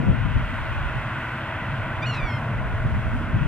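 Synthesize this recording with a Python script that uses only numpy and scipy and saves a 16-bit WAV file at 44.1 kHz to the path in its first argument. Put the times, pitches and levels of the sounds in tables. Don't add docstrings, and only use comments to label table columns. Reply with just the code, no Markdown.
import sys
import numpy as np
from scipy import signal
from scipy.fft import rfft, irfft, next_fast_len
from scipy.io import wavfile

SR = 44100
rng = np.random.default_rng(int(sys.argv[2]) if len(sys.argv) > 2 else 0)


def gain_from_decibels(decibels):
    exponent = np.asarray(decibels, float) / 20
    return 10 ** exponent


def master(y):
    cut = np.clip(np.atleast_2d(y).T, -1, 1)
    pcm = np.round(cut * 32767)
    wavfile.write(sys.argv[1], SR, pcm.astype(np.int16))


N = 153027

# time [s], level [dB], tilt [dB per octave].
TRAFFIC_SWELL = [(0, -3, 0.5), (.35, -1.15, 0.74), (.75, 0.2, 0.55), (1.3, 0.04, 0.4), (1.8, 0.5, -0.4),
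                 (2.2, 0.8, -1.45), (2.7, -0.56, -1.87), (3.47, -2, -.5)]


def rms_one(x):
    return x / np.sqrt(np.mean(x ** 2) + 1e-20)


def in_time(rows):
    s, *columns = np.transpose(rows)
    return [np.interp(np.arange(N) / SR, s, column) for column in columns]


def at_hz(points, hz):
    p = np.array(points, float)
    return np.interp(np.log(hz + 1), np.log(p[:, 0] + 1), p[:, 1])


def drift(rate_hz):
    step = 40
    r = np.exp(-2 * np.pi * rate_hz * step / SR)
    draws = rng.standard_normal(N // step + 2002)
    slow = signal.lfilter([1], [1, -2 * r, r * r], draws)[2000:]
    return np.interp(np.arange(N) / step, np.arange(len(slow)), rms_one(slow - slow.mean()))


def noise(spectrum, band_db, extra_db=None, alike=None, lean_db=None):
    # frequency [Hz], correlation [0 to 1].
    likeness = [(40, 1), (110, 1), (400, 0.93), (1500, 0.99), (2400, 0.94), (3400, 0.92), (4500, .65),
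                (6500, 1)]
    # frequency [Hz], left over right [dB].
    lean = [(60, 1), (240, 0), (930, 1), (1470, 1.5), (2100, -2), (2750, -5), (3450, -0.7), (4200, 5.5)]
    # frequency [Hz], left lead [rad].
    lead = [(260, -.1), (950, .3), (2070, .2), (2750, .8), (3450, 1.6), (4800, 1.65), (6500, 3),
            (8500, 5.6)]
    size = next_fast_len(N)
    hz = np.arange(size // 2 + 1) * SR / size
    colour_db = at_hz(spectrum, hz)
    if extra_db is not None:
        colour_db = colour_db + extra_db(hz)
    colour = gain_from_decibels(colour_db) * (hz > spectrum[0][0]) * (hz < spectrum[-1][0])

    mid, side = rfft(rng.standard_normal((2, size)), axis=1)
    c = np.clip(at_hz(likeness, hz) if alike is None else alike, 0, .999)
    common, own = np.sqrt(1 + c) * mid, np.sqrt(1 - c) * side
    pan_db = at_hz(lean, hz) if lean_db is None else lean_db
    turn = np.exp(.5j * at_hz(lead, hz)) * gain_from_decibels(.5 * pan_db)
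    pair = np.array([(common + own) * turn, (common - own) / turn]) * colour
    pair = pair / np.sqrt(np.mean(irfft(pair.mean(axis=0), size) ** 2))

    half_octave, out = 2 * np.log2(hz + 1), 0
    for k in range(int(2 * np.log2(10)), int(2 * np.log2(SR / 2)) + 1):
        window = np.cos(np.pi / 2 * np.clip(half_octave - k, -1, 1)) ** 2
        if (window * colour).max() > 1e-9:
            gain = gain_from_decibels(band_db(2 ** (k / 2)))
            out = out + gain * irfft(pair * window, size, axis=1)[:, :N]
    return out


def traffic():
    # frequency [Hz], density [dB per Hz].
    rumble_colour = [(20, -31), (75, -10.5), (113, -1.5), (132, -3.5), (174, -16), (230, -13), (290, -22),
                     (480, -34.5)]
    # frequency [Hz], density [dB per Hz].
    roar_colour = [(250, -9), (400, -11.5), (626, -5), (1480, -3), (2660, -10.5), (3700, -22.5),
                   (5000, -42), (7000, -71)]
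    # centre [Hz], width [Hz], rise [dB].
    humps = [(619, 130, 4), (1000, 230, 4), (1465, 270, 5.5), (1970, 240, 4), (2580, 180, 2),
             (3287, 540, 3), (3840, 110, -1.5)]
    roar_db, rumble_db = -32.5, -31.5
    heave_db_per_s = 1.73
    swell_db, tilt_db = in_time(TRAFFIC_SWELL)

    def humps_db(hz):
        return sum(db * np.exp(-(2 * (hz - f) / w) ** 2) for f, w, db in humps)

    def roar_band_db(hz):
        return swell_db + tilt_db * np.log2(hz / 1000) + 0.51 * drift(3.5)

    heave_db = heave_db_per_s * (np.arange(N) / SR - 1.4)
    roar = noise(roar_colour, roar_band_db, humps_db)
    rumble = noise(rumble_colour, lambda hz: heave_db + 2.6 * drift(8.9))
    return gain_from_decibels(roar_db) * roar + gain_from_decibels(rumble_db) * rumble


def motor():
    # frequency [Hz], level [dB rms].
    lines = [
        (322.1, -53.5),
        (644.0, -50.5),
        (966.2, -59.5),
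    ]
    t = np.arange(N) / SR
    hum = 0
    for hz, db in lines:
        gain = np.sqrt(2) * gain_from_decibels(db + 2.5 * drift(0.67))
        hum = hum + gain * np.sin(2 * np.pi * hz * t + 0.14 * drift(4.2))
    return hum


def soft_hiss():
    # frequency [Hz], density [dB per Hz].
    hiss_colour = [(2500, 6), (4500, 0.5), (6500, -4), (8500, -5.5), (11000, -10), (15800, -17)]
    hiss_db, follow = -61, 0.48
    swell_db, tilt_db = in_time(TRAFFIC_SWELL)
    shared_db = follow * (swell_db + tilt_db) + 0.66 * drift(3.0)
    hiss = noise(hiss_colour, lambda hz: shared_db + 0.49 * drift(4.4), alike=.2, lean_db=1.3)
    return gain_from_decibels(hiss_db) * hiss


def wind():
    # time [s], level [dB], left over right [dB], tilt [dB per octave].
    gusts = [(0, -29.5, 6.5, 6), (.068, -24.5, 3, 5), (.17, -29.5, 6, 2.5), (.33, -29.5, 5, 0.5),
             (.43, -30, 0.5, -1.8), (.52, -36, -2, -3), (.97, -31.5, -3, -5), (1.1, -51, -4, -7),
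             (1.5, -53, 1, -4), (1.8, -41.5, -2, -6), (2.15, -58.5, -6, -13), (2.5, -41.5, -1, -3),
             (2.62, -33, -1.5, -4), (2.9, -25.5, -0.5, -2.5), (3.15, -29.5, -4, -4.5),
             (3.27, -38, -17, -3.5), (3.37, -20, 4.5, 0.5), (3.47, -24.5, 0.5, -1.5)]
    # frequency [Hz], density [dB per Hz].
    wind_colour = [(15, -16.5), (35, -0.5), (70, -1), (130, -3), (200, -11.5), (350, -28.5), (600, -39),
                   (1500, -62)]
    # centre [s], half width [s], rise [dB].
    puffs = [
        (0.26, 0.011, 5),
        (.365, 0.016, 11.5),
        (.98, .015, -1),
        (1.99, 0.013, 8),
        (2.24, 0.043, 19.5),
        (2.959, 0.017, 5.5),
    ]
    brighten_db_per_octave_per_db, lumps_db = 0.082, 2
    t = np.arange(N) / SR
    gust_db, pan_db, tilt_db = in_time(gusts)
    gust_db = gust_db + sum(db * np.exp(-((t - s) / w) ** 2) for s, w, db in puffs)
    tilt_db = tilt_db + brighten_db_per_octave_per_db * (gust_db + 30)
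    lumps = drift(14)

    def band_db(hz):
        return tilt_db * np.log2(hz / 70) + lumps_db * (lumps + 0.13 * drift(6.7))

    blow = noise(wind_colour, band_db, alike=.05, lean_db=2)
    return blow * gain_from_decibels(gust_db + pan_db * np.array([[.5], [-.5]]))


def housing(voice):
    # frequency [Hz], left over right [dB], left lead [rad].
    shade = np.array([(2100, -2, -.05), (2800, -3, .35), (3500, -.3, .5), (4300, 4.2, .3), (4800, 4.3, -.1),
                      (5700, 2, -.6), (7200, -1.3, -.15)])
    hz = np.arange(N // 2 + 1) * SR / N
    turn = gain_from_decibels(.5 * at_hz(shade[:, :2], hz)) * np.exp(.5j * at_hz(shade[:, ::2], hz))
    return irfft(rfft(voice) * np.array([turn, 1 / turn]), N, axis=1)


def buzzard():
    # time [s], pitch [Hz].
    rise = [(2.016, 1092), (2.022, 1146), (2.052, 1252), (2.058, 1309), (2.064, 1461)]
    # time [s], pitch [Hz].
    slide = [(2.07, 1440), (2.087, 1418), (2.092, 1462), (2.135, 1362), (2.166, 1290), (2.19, 1268),
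             (2.206, 1188), (2.262, 1145), (2.305, 1070)]
    # time [s], level [dB], tilt [dB per harmonic].
    effort = [(2.019, -48, -7), (2.031, -33, -6), (2.052, -31.5, -16), (2.068, -35.5, -7.5), (2.1, -36, -7),
              (2.15, -37.5, -10.5), (2.205, -35.5, -12), (2.29, -39, -6.5), (2.375, -41.5, -7.5)]
    # frequency [Hz], gain [dB].
    throat = [(1000, -14.5), (2200, 0), (3500, -2.5), (4300, -2.5), (4800, 0), (5350, 2), (6400, -7),
              (7300, -2.5)]
    order_db = [0, 0, .5, -3, 1.5, -4, -2, -2]
    end_hz, release_s, release_db, release_drop_hz = 1043, .026, -12, 45
    crack_s, crack_width_s, crack_depth, crack_hz = 2.156, .023, .36, 600
    flutter_hz, flutter_peak_s, flutter_swing = 156, 2.1518, .065
    hoarse_from_s, hoarse_to_s, hoarse_swing, hoarse_hz = 2.02, 2.205, .011, 220
    jitter, shimmer_db, throat_fall_db_per_khz = .003, 1.9, 2
    echo_s, echo_db = .012, -18

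    t = np.arange(N) / SR
    end_s, end_db, end_tilt_db = effort[-1]
    stop_s = end_s + release_s
    tail = [(end_s, end_hz), (stop_s, end_hz - release_drop_hz)]
    pitch_hz, = in_time(list(rise) + list(slide) + tail)
    effort_db, tilt_db = in_time(list(effort) + [(stop_s, end_db + release_db, end_tilt_db)])
    on = (t > effort[0][0]) & (t < stop_s)

    crack = np.exp(-((t - crack_s) / crack_width_s) ** 4)
    flutter = signal.sawtooth(2 * np.pi * flutter_hz * (t - flutter_peak_s) - 1.5, .76)
    hoarse = hoarse_swing * ((t > hoarse_from_s) & (t < hoarse_to_s)) * drift(hoarse_hz)
    wobble = 1 + jitter * drift(72) + hoarse + flutter_swing * crack * flutter
    phase = 2 * np.pi * np.cumsum(pitch_hz * wobble) / SR

    lowpass = signal.butter(2, crack_hz, fs=SR, output="sos")
    shake = rms_one(signal.sosfilt(lowpass, rng.standard_normal((2, N))))
    depth = crack_depth * crack
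    rough_phase = phase + .3 * depth * shake[0]
    rough_gain = 1 - depth + depth * np.abs(shake[1])
    tilt_db = tilt_db + crack * (2.5 + 1.6 * flutter)

    voice = 0
    for k in range(1, 9):
        above_khz = np.maximum(k * pitch_hz - throat[-1][0], 0) / 1000
        throat_db = at_hz(throat, k * pitch_hz) - throat_fall_db_per_khz * above_khz
        source_db = effort_db + order_db[k - 1] + tilt_db * max(k - 2, 0)
        gain = gain_from_decibels(source_db + throat_db + shimmer_db * drift(37))
        voice = voice + gain * np.sqrt(2) * np.sin(k * rough_phase) * rough_gain

    rasp_band = signal.butter(2, [5500, 9600], "band", fs=SR, output="sos")
    rasp = rms_one(signal.sosfilt(rasp_band, rng.standard_normal(N)))
    voice = on * voice + gain_from_decibels(-66 + 4 * flutter) * crack * rasp
    voice = voice + gain_from_decibels(echo_db) * np.interp(t - echo_s, t, voice)
    return housing(voice)


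def scene():
    return traffic() + motor() + soft_hiss() + wind() + buzzard()


def roll_off(x):
    return signal.sosfilt(signal.butter(12, 15730, fs=SR, output="sos"), x)


def record(dry):
    return roll_off(dry)


dry = scene()
out = record(dry)
master(out)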